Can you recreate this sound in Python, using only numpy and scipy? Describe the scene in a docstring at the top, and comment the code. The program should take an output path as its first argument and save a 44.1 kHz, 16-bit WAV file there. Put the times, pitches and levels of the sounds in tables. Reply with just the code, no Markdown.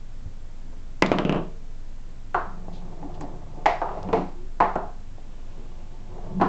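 """Cat pockets a billiard ball

A pool table in a quiet room, over low hum and flutter, with scratchy ticks and a faint, long rustle.
The batted ball strikes the corner pocket, near and dry, and settles in ever quicker bounces.
Then it rolls down the wooden return channels, hollow and roomy, bumping over seams and knocking
at each bend. The cabinet booms, the room answers, and the hardest blows are clipped."""
import sys
import numpy as np
from scipy import signal
from scipy.fft import rfft, irfft
from scipy.io import wavfile

SR = 44100
rng = np.random.default_rng(int(sys.argv[2]) if len(sys.argv) > 2 else 0)


def store_wav(level_fs):
    """Save 16-bit WAV to argv[1]."""
    pcm = np.round(np.clip(np.atleast_2d(level_fs), -1, 1) * 32767)
    wavfile.write(sys.argv[1], SR, pcm.T.astype(np.int16))


N = 285768


def amp(db):
    """Decibels to gain."""
    return 10 ** (np.asarray(db) / 20)


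def unit_rms(x):
    """Scales to rms 1."""
    return x / np.sqrt(np.mean(x ** 2) + 1e-20)


def curve(points, hz):
    """Reads a table on a log-frequency axis."""
    f, value = np.transpose(points)
    return np.interp(np.log(hz + 1), np.log(f + 1), value)


def add(mix, start_s, sound):
    """Mixes a sound in at its start time."""
    part = mix[round(start_s * SR):][:len(sound)]
    part += sound[:len(part)]


def resonance(hz, centre_hz, q):
    """Gain of two equal band-pass stages in series."""
    return 1 / (1 + (q * (hz / centre_hz - centre_hz / (hz + 1))) ** 2)


def noise(spectrum):
    """Steady noise of rms 1, coloured by a table of f/Hz, level/dB."""
    gain = amp(curve(spectrum, np.fft.rfftfreq(N, 1 / SR)))
    return unit_rms(irfft(rfft(rng.standard_normal(N)) * gain, N))


def drift(rate_hz):
    """Slow random wander of rms 1."""
    gain = np.exp(-(np.fft.rfftfreq(N, 1 / SR) / rate_hz) ** 2)
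    return unit_rms(irfft(rfft(rng.standard_normal(N)) * gain, N))


def pulse(gain):
    """The minimum-phase pulse that has this spectrum."""
    log_gain = np.log(np.maximum(np.r_[gain, gain[-2:0:-1]], 1e-5))
    return np.fft.ifft(np.exp(np.conj(signal.hilbert(log_gain)))).real


def fuzzy_tone(hz, waver, waver_hz):
    """A tone of rms 1 that follows a pitch curve, unsteady in level and phase."""
    unsteady = (1 + waver * (drift(waver_hz) + 1j * drift(waver_hz))) / np.sqrt(1 + 2 * waver ** 2)
    return np.sqrt(2) * (unsteady * np.exp(2j * np.pi * np.cumsum(hz) / SR)).real


def reflections(t60s, rise_s):
    """A dense train of reflections of energy 1, each band dying at its own speed."""
    hz, t, bands = signal.stft(rng.choice([-1., 1.], SR), SR, nperseg=256)
    decay = amp(-60 * t / curve(t60s, hz)[:, None])
    tail = signal.istft(bands * decay, SR, nperseg=256)[1][:SR]
    tail *= 1 - np.exp(-np.arange(SR) / SR / rise_s)
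    return tail / np.linalg.norm(tail)


def room_tone(air_db=-44.5, flutter_hz=18.2, flutter_db=-32.5, hum_hz=122.3, hum_db=-59):
    """Room air, mains hum and a wavering flutter below the bass."""
    # colour of the air: f/Hz, relative level/dB
    air = [(15, -6), (35, 0.5), (50, -2), (75, -9.5), (100, -6), (140, -15.5), (185, -14.5), (250, -16),
           (350, -24), (600, -26), (1200, -32), (2500, -37.5), (5000, -41), (8000, -42)]
    t = np.arange(N) / SR
    flutter_phase = 2 * np.pi * np.cumsum(flutter_hz + 0.59 * drift(10.7)) / SR
    flutter = np.sin(flutter_phase) * amp(0.92 * drift(3.6))
    hum = np.sin(2 * np.pi * hum_hz * t) * amp(1.3 * drift(1.7))
    return amp(air_db) * noise(air) + np.sqrt(2) * (amp(flutter_db) * flutter + amp(hum_db) * hum)


def brushes(rows, q):
    """Soft contacts: each a swell of friction noise around one pitch, peaking at half its length."""
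    out, t = np.zeros(N), np.arange(2 * SR) / SR
    hz = np.fft.rfftfreq(len(t), 1 / SR)
    for start, db, length, centre_hz in rows:
        rub = irfft(rfft(rng.standard_normal(len(t))) * resonance(hz, centre_hz, q))
        age = t / (length / 2)
        add(out, start, amp(db) * unit_rms(rub) * age * np.exp(1 - age))
    return out


def ticks_and_rustle():
    """Brief scratchy ticks and a faint, long rustle."""
    # strokes: t/s, level/dB, length/s, centre f/Hz
    strokes = [(2.725, -55.5, 0.043, 3500), (3.14, -57, 0.015, 3300), (3.207, -47, 0.0053, 6800),
               (3.208, -57, 0.022, 4100), (4.029, -42, 0.0017, 4500), (5.1, -68, 0.8, 2700)]
    return brushes(strokes, q=1.5)


def soft_bumps():
    """Dull bumps from the cat's body and from handling at the microphone."""
    # bumps: t/s, level/dB, length/s, centre f/Hz
    bumps = [(.255, -34, 0.03, 62.5), (0.6, -51, 0.22, 175), (.7275, -52, 0.008, 755),
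             (5.07, -70, 0.086, 86.4), (5.56, -48, 0.07, 260), (6.24, -42.5, .14, 102)]
    return brushes(bumps, q=1.099)


def panel_ring(drive, ring_db):
    """Adds the lingering ring of the cabinet panels to the sound that drives them."""
    # panel modes: f/Hz, relative level/dB, t60/s
    modes = [(157.4, 8, 0.36), (184.1, 8.5, 0.23), (201.9, -1, 0.33), (245.4, -4, 0.25), (285, -16, 0.063),
             (318, -14.5, 0.97), (374, -6, 0.29), (452.7, -4, 0.98), (661, -10, 0.62), (729, -3, 0.19),
             (891, -6, 0.078), (1014, -9.5, 0.37)]
    t = np.arange(SR // 2) / SR
    ring = np.zeros(len(t))
    for hz, db, t60 in modes:
        damping = np.log(1000) / t60
        ring += amp(db) * 2 * damping / SR * np.exp(-damping * t) * np.sin(2 * np.pi * hz * t)
    return drive + amp(ring_db) * signal.fftconvolve(drive, ring)[:len(drive)]


def table_resonances():
    """Now and then one resonance of the table sings out after a blow or under the rolling ball."""
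    # swells: start t/s, end t/s, peak level/dB, start f/Hz, end f/Hz
    swells = [(1.27, 1.48, -30.5, 190, 179), (3.011, 3.081, -39, 281, 298), (3.193, 3.271, -37, 302, 282),
              (3.656, 3.761, -31, 765, 657), (4.028, 4.147, -32, 175, 209), (4.124, 4.18, -20, 453, 453),
              (4.306, 4.54, -51.5, 330, 392), (6.244, 6.518, -30, 168.9, 198.8)]
    t, out = np.arange(N) / SR, np.zeros(N)
    for start, end, db, start_hz, end_hz in swells:
        progress = np.clip((t - start) / (end - start), 0, 1)
        tone = fuzzy_tone(start_hz + (end_hz - start_hz) * progress, waver=0.97, waver_hz=25)
        out += amp(db) * np.sin(np.pi * progress) * tone
    return out


def rolling(whirr_db=-2.5, uneven_db=2.0, ring_db=12.0, attack_s=0.026, release_s=0.27):
    """The ball runs over the wood grain and rings the panels; a drone slides in pitch as it travels."""
    # loudness of the roll, one list per run of channel: t/s, level/dB
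    envelopes = [
        [(2.48, -54), (2.8, -49.5), (3.05, -46), (3.26, -43.5), (3.49, -51.5), (3.565, -44), (3.63, -45.5)],
        [(3.85, -46), (3.96, -34.5), (4.08, -37.5)],
        [(5.25, -61), (5.6, -54), (5.85, -55), (6.08, -52.5), (6.24, -43), (6.38, -45.5)],
    ]
    # hollowness of each run, relative to that loudness:
    # rumble level/dB, drone start f/Hz, end f/Hz, drone start level/dB, end level/dB
    runs = [(1.5, 186, 140, 7.5, -8.5), (-9, 84, 92, -19, -4), (0, 320, 370, -10.5, -5.5)]
    # colour of the low rumble: f/Hz, relative level/dB
    rumble_colour = [(60, -6.5), (100, -2.5), (135, -13), (180, -7.5), (230, -9), (300, 4.5), (380, 1.5),
                     (500, -18), (800, -49.5), (9000, -71.5)]
    # colour of the midrange whirr: f/Hz, relative level/dB
    whirr_colour = [(100, -67), (400, 4), (600, 0.5), (720, -2), (900, -2.5), (1100, -3.5), (1400, -18),
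                    (3000, -29.5), (9000, -44.5)]
    t, out = np.arange(N) / SR, np.zeros(N)
    pressure = amp(uneven_db * drift(54))
    rumble = unit_rms(panel_ring(noise(rumble_colour) * pressure, ring_db))
    whirr = unit_rms(panel_ring(noise(whirr_colour) * pressure, ring_db))
    for envelope, (rumble_db, start_hz, end_hz, start_db, end_db) in zip(envelopes, runs):
        times, db = np.transpose(envelope)
        start, end = times[0], times[-1]
        gate = np.interp(t, [start - attack_s, start, end, end + release_s], [0, 1, 1, 0])
        loudness = gate * amp(np.interp(t, times, db))
        drone = fuzzy_tone(np.interp(t, [start, end], [start_hz, end_hz]), waver=0.54, waver_hz=36)
        drone *= amp(np.interp(t, [start, end], [start_db, end_db]))
        out += loudness * (amp(rumble_db) * rumble + amp(whirr_db) * whirr + drone)
    return out


def wood_blows(rows, boards, knock_q, clack_q, cabinet_t60, treble_t60, dull_hz,
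               room_db, ring_db, splash_s, direct_db):
    """Each blow drives the wood and reaches the microphone straight, via the cabinet and via the room."""
    # broad thud of the cabinet: f/Hz, relative level/dB
    thud = [(40, -29.5), (100, -9), (145, -9.5), (190, -0.5), (300, 2.5), (450, -6), (600, -9.5),
            (1200, -24.5), (9000, -68.5)]
    # decay of the room: f/Hz, t60/s
    room_decay = [(100, 0.099), (250, 0.43), (600, 0.32), (1200, 0.44), (2500, 0.35), (5000, 0.47),
                  (8000, 0.36)]
    cabinet_decay = [(100, cabinet_t60), (1100, cabinet_t60), (2200, treble_t60)]
    hz, out = np.fft.rfftfreq(4096, 1 / SR), np.zeros(N)
    absorption = pulse(1 / np.hypot(1, hz / dull_hz))  # cloth and carpet dull the reflections
    for start, db, thud_db, knock_hz, clack_db, clack_hz, contact_hz, straight_db in rows:
        knock = resonance(hz, knock_hz, knock_q)
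        clack = amp(clack_db) * resonance(hz, clack_hz, clack_q)
        parts = [amp(thud_db + curve(thud, hz)), amp(curve(boards, hz)), knock, clack]
        contact = 1 / np.hypot(1, (hz / contact_hz) ** 2)  # a longer contact cuts more treble
        strike = pulse(np.linalg.norm(parts, axis=0) * contact)
        cabinet = reflections(cabinet_decay, rise_s=0.0013)
        room = amp(room_db) * reflections(room_decay, rise_s=0.011)
        paths = signal.fftconvolve(cabinet + room, absorption)
        # the straight sound: a splash of reflections right beside the ball, and the direct pulse
        splash = rng.standard_normal(SR) * np.exp(-np.arange(SR) / SR / splash_s)
        paths[:SR] += amp(straight_db) * splash / np.linalg.norm(splash)
        paths[0] += amp(straight_db + direct_db)
        sound = panel_ring(signal.fftconvolve(strike, paths), ring_db)
        add(out, start, amp(db) * sound / np.std(sound[:SR // 20]))  # db sets the first 50 ms
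    return out


def channel_knocks(rebound_s=0.004, rebound_softening=0.75):
    """Inside the table, hollow and roomy: dull bumps at seams, and knocks with a duller rebound."""
    # response of the channel boards: f/Hz, relative level/dB
    boards = [(100, -49.5), (400, -2.5), (580, -11), (720, 1.5), (1050, -9), (1550, -39), (2600, -19.5),
              (3300, -24), (4200, -21.5), (7500, -24), (9000, -21.5)]
    # bumps over seams: t/s, level/dB
    seams = [(2.683, -42.5), (2.8215, -52.5), (3.0283, -43.5), (3.0974, -49), (3.1767, -48.5), (3.211, -38),
             (3.973, -39.5), (5.183, -53.5), (6.1815, -46.5)]
    # knocks at bends: t/s, level/dB, thud/dB, knock f/Hz, clack/dB, clack f/Hz,
    # contact corner f/Hz, straight sound/dB, rebound against the knock/dB
    knocks = [(2.3452, -25.5, -18, 1000, -5.5, 1440, 1864, -3.5, 1),
              (3.6583, -23.5, -28.5, 750, -9, 2000, 3980, 0.5, 4.5),
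              (3.8164, -26, -29, 860, -7.5, 1300, 1400, -0.5, -9.5),
              (3.8895, -36, -17, 865, -10, 1300, 1530, -4, -12),
              (4.0890, -34, 6.5, 865, -14.5, 2180, 2200, 3.5, -3),
              (4.1300, -23.5, -0.5, 748, -16.5, 2200, 2620, -4, -2),
              (4.1720, -30.5, 17, 707, -14, 2180, 3080, -2.5, -1.5),
              (4.6030, -21, -13, 934, -11, 1950, 1900, -0.5, 3),
              (4.7560, -29, -7, 740, -8, 1400, 1330, 4, 3),
              (6.4000, -28.5, 5, 810, -15.5, 1500, 1720, -8, -6),
              (6.414, -19, -0.5, 983, -34, 1400, 2060, -7, -8)]
    seam_colour = (-4, 670, -13, 2000, 1200, 1.5)  # columns as above, thud to straight sound
    rows = [(start, db, *seam_colour) for start, db in seams]
    for start, db, *colour, contact_hz, straight_db, rebound_db in knocks:
        rebound_hz = contact_hz * rebound_softening
        rows.append((start, db, *colour, contact_hz, straight_db))
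        rows.append((start + rebound_s, db + rebound_db, *colour, rebound_hz, straight_db))
    return wood_blows(rows, boards, knock_q=1.79, clack_q=2.64, cabinet_t60=0.096, treble_t60=0.06,
                      dull_hz=6960, room_db=1.5, ring_db=0.5, splash_s=0.00053, direct_db=-3.5)


def pocket_drop(knock_hz=623, bounces=7, first_flight_s=0.0303, restitution=0.7):
    """At the open pocket, near and dry: the ball rattles in, then bounces ever quicker and softer."""
    # response of the pocket boards: f/Hz, relative level/dB
    boards = [(100, -34), (400, -2.5), (750, -8.5), (1050, -4), (1350, -8.5), (2500, -13.5), (5000, -13.5),
              (7500, -12.5), (9000, -18)]
    # blows on the pocket's sides: t/s, level/dB, thud/dB, clack/dB, clack f/Hz,
    # contact corner f/Hz, straight sound/dB
    rattle = [(1.0229, -21, 0, 0.5, 2187, 4600, 7), (1.0250, -18.5, 2.5, 1, 2210, 2540, 5),
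              (1.0622, -35, 2, -4, 3800, 6650, 1.5), (1.1171, -19.5, 2.5, -6.5, 2540, 2750, 0),
              (1.1858, -24, 2.5, -5, 2880, 2300, -0.5), (1.2504, -24, 13, 4, 2860, 2120, -1)]
    rows = [(start, db, thud_db, knock_hz, *rest) for start, db, thud_db, *rest in rattle]
    bounce_s, thud_db, clack_db, clack_hz, straight_db = 1.2949, 4, 0.5, 2840, 0.5
    for k in range(bounces):
        db = -23.5 - 2.94 * k
        contact_hz = 1940 * 0.88 ** k
        rows.append((bounce_s, db, thud_db, knock_hz, clack_db, clack_hz, contact_hz, straight_db))
        bounce_s += first_flight_s * restitution ** k
    return wood_blows(rows, boards, knock_q=4.6, clack_q=2.95, cabinet_t60=0.31, treble_t60=0.1,
                      dull_hz=2554, room_db=-3.0, ring_db=1.5, splash_s=0.0013, direct_db=-4.5)


def scene():
    """Ball, table, small noises and room as they arrive at one microphone."""
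    ball = pocket_drop() + channel_knocks() + rolling() + table_resonances()
    return (ball + ticks_and_rustle() + soft_bumps() + room_tone())[None]


def record(dry, ceiling=0.72, edge_hz=8900):
    """The microphone loses the top treble. The hardest blows are then clipped, and a low-pass follows."""
    # treble fall of the microphone: f/Hz, level/dB
    treble_fall = [(20, 0), (7500, 0), (7900, -5), (8200, -13), (9000, -17)]
    microphone = pulse(amp(curve(treble_fall, np.fft.rfftfreq(1024, 1 / SR))))
    heard = signal.oaconvolve(dry, microphone[None])[:, :N]
    clipped = heard / (1 + (heard / ceiling) ** 8) ** (1 / 8)
    low_pass = signal.firwin(301, edge_hz, window=("kaiser", 9), fs=SR)
    return signal.oaconvolve(clipped, low_pass[None], "same")


dry = scene()
out = record(dry)
store_wav(out)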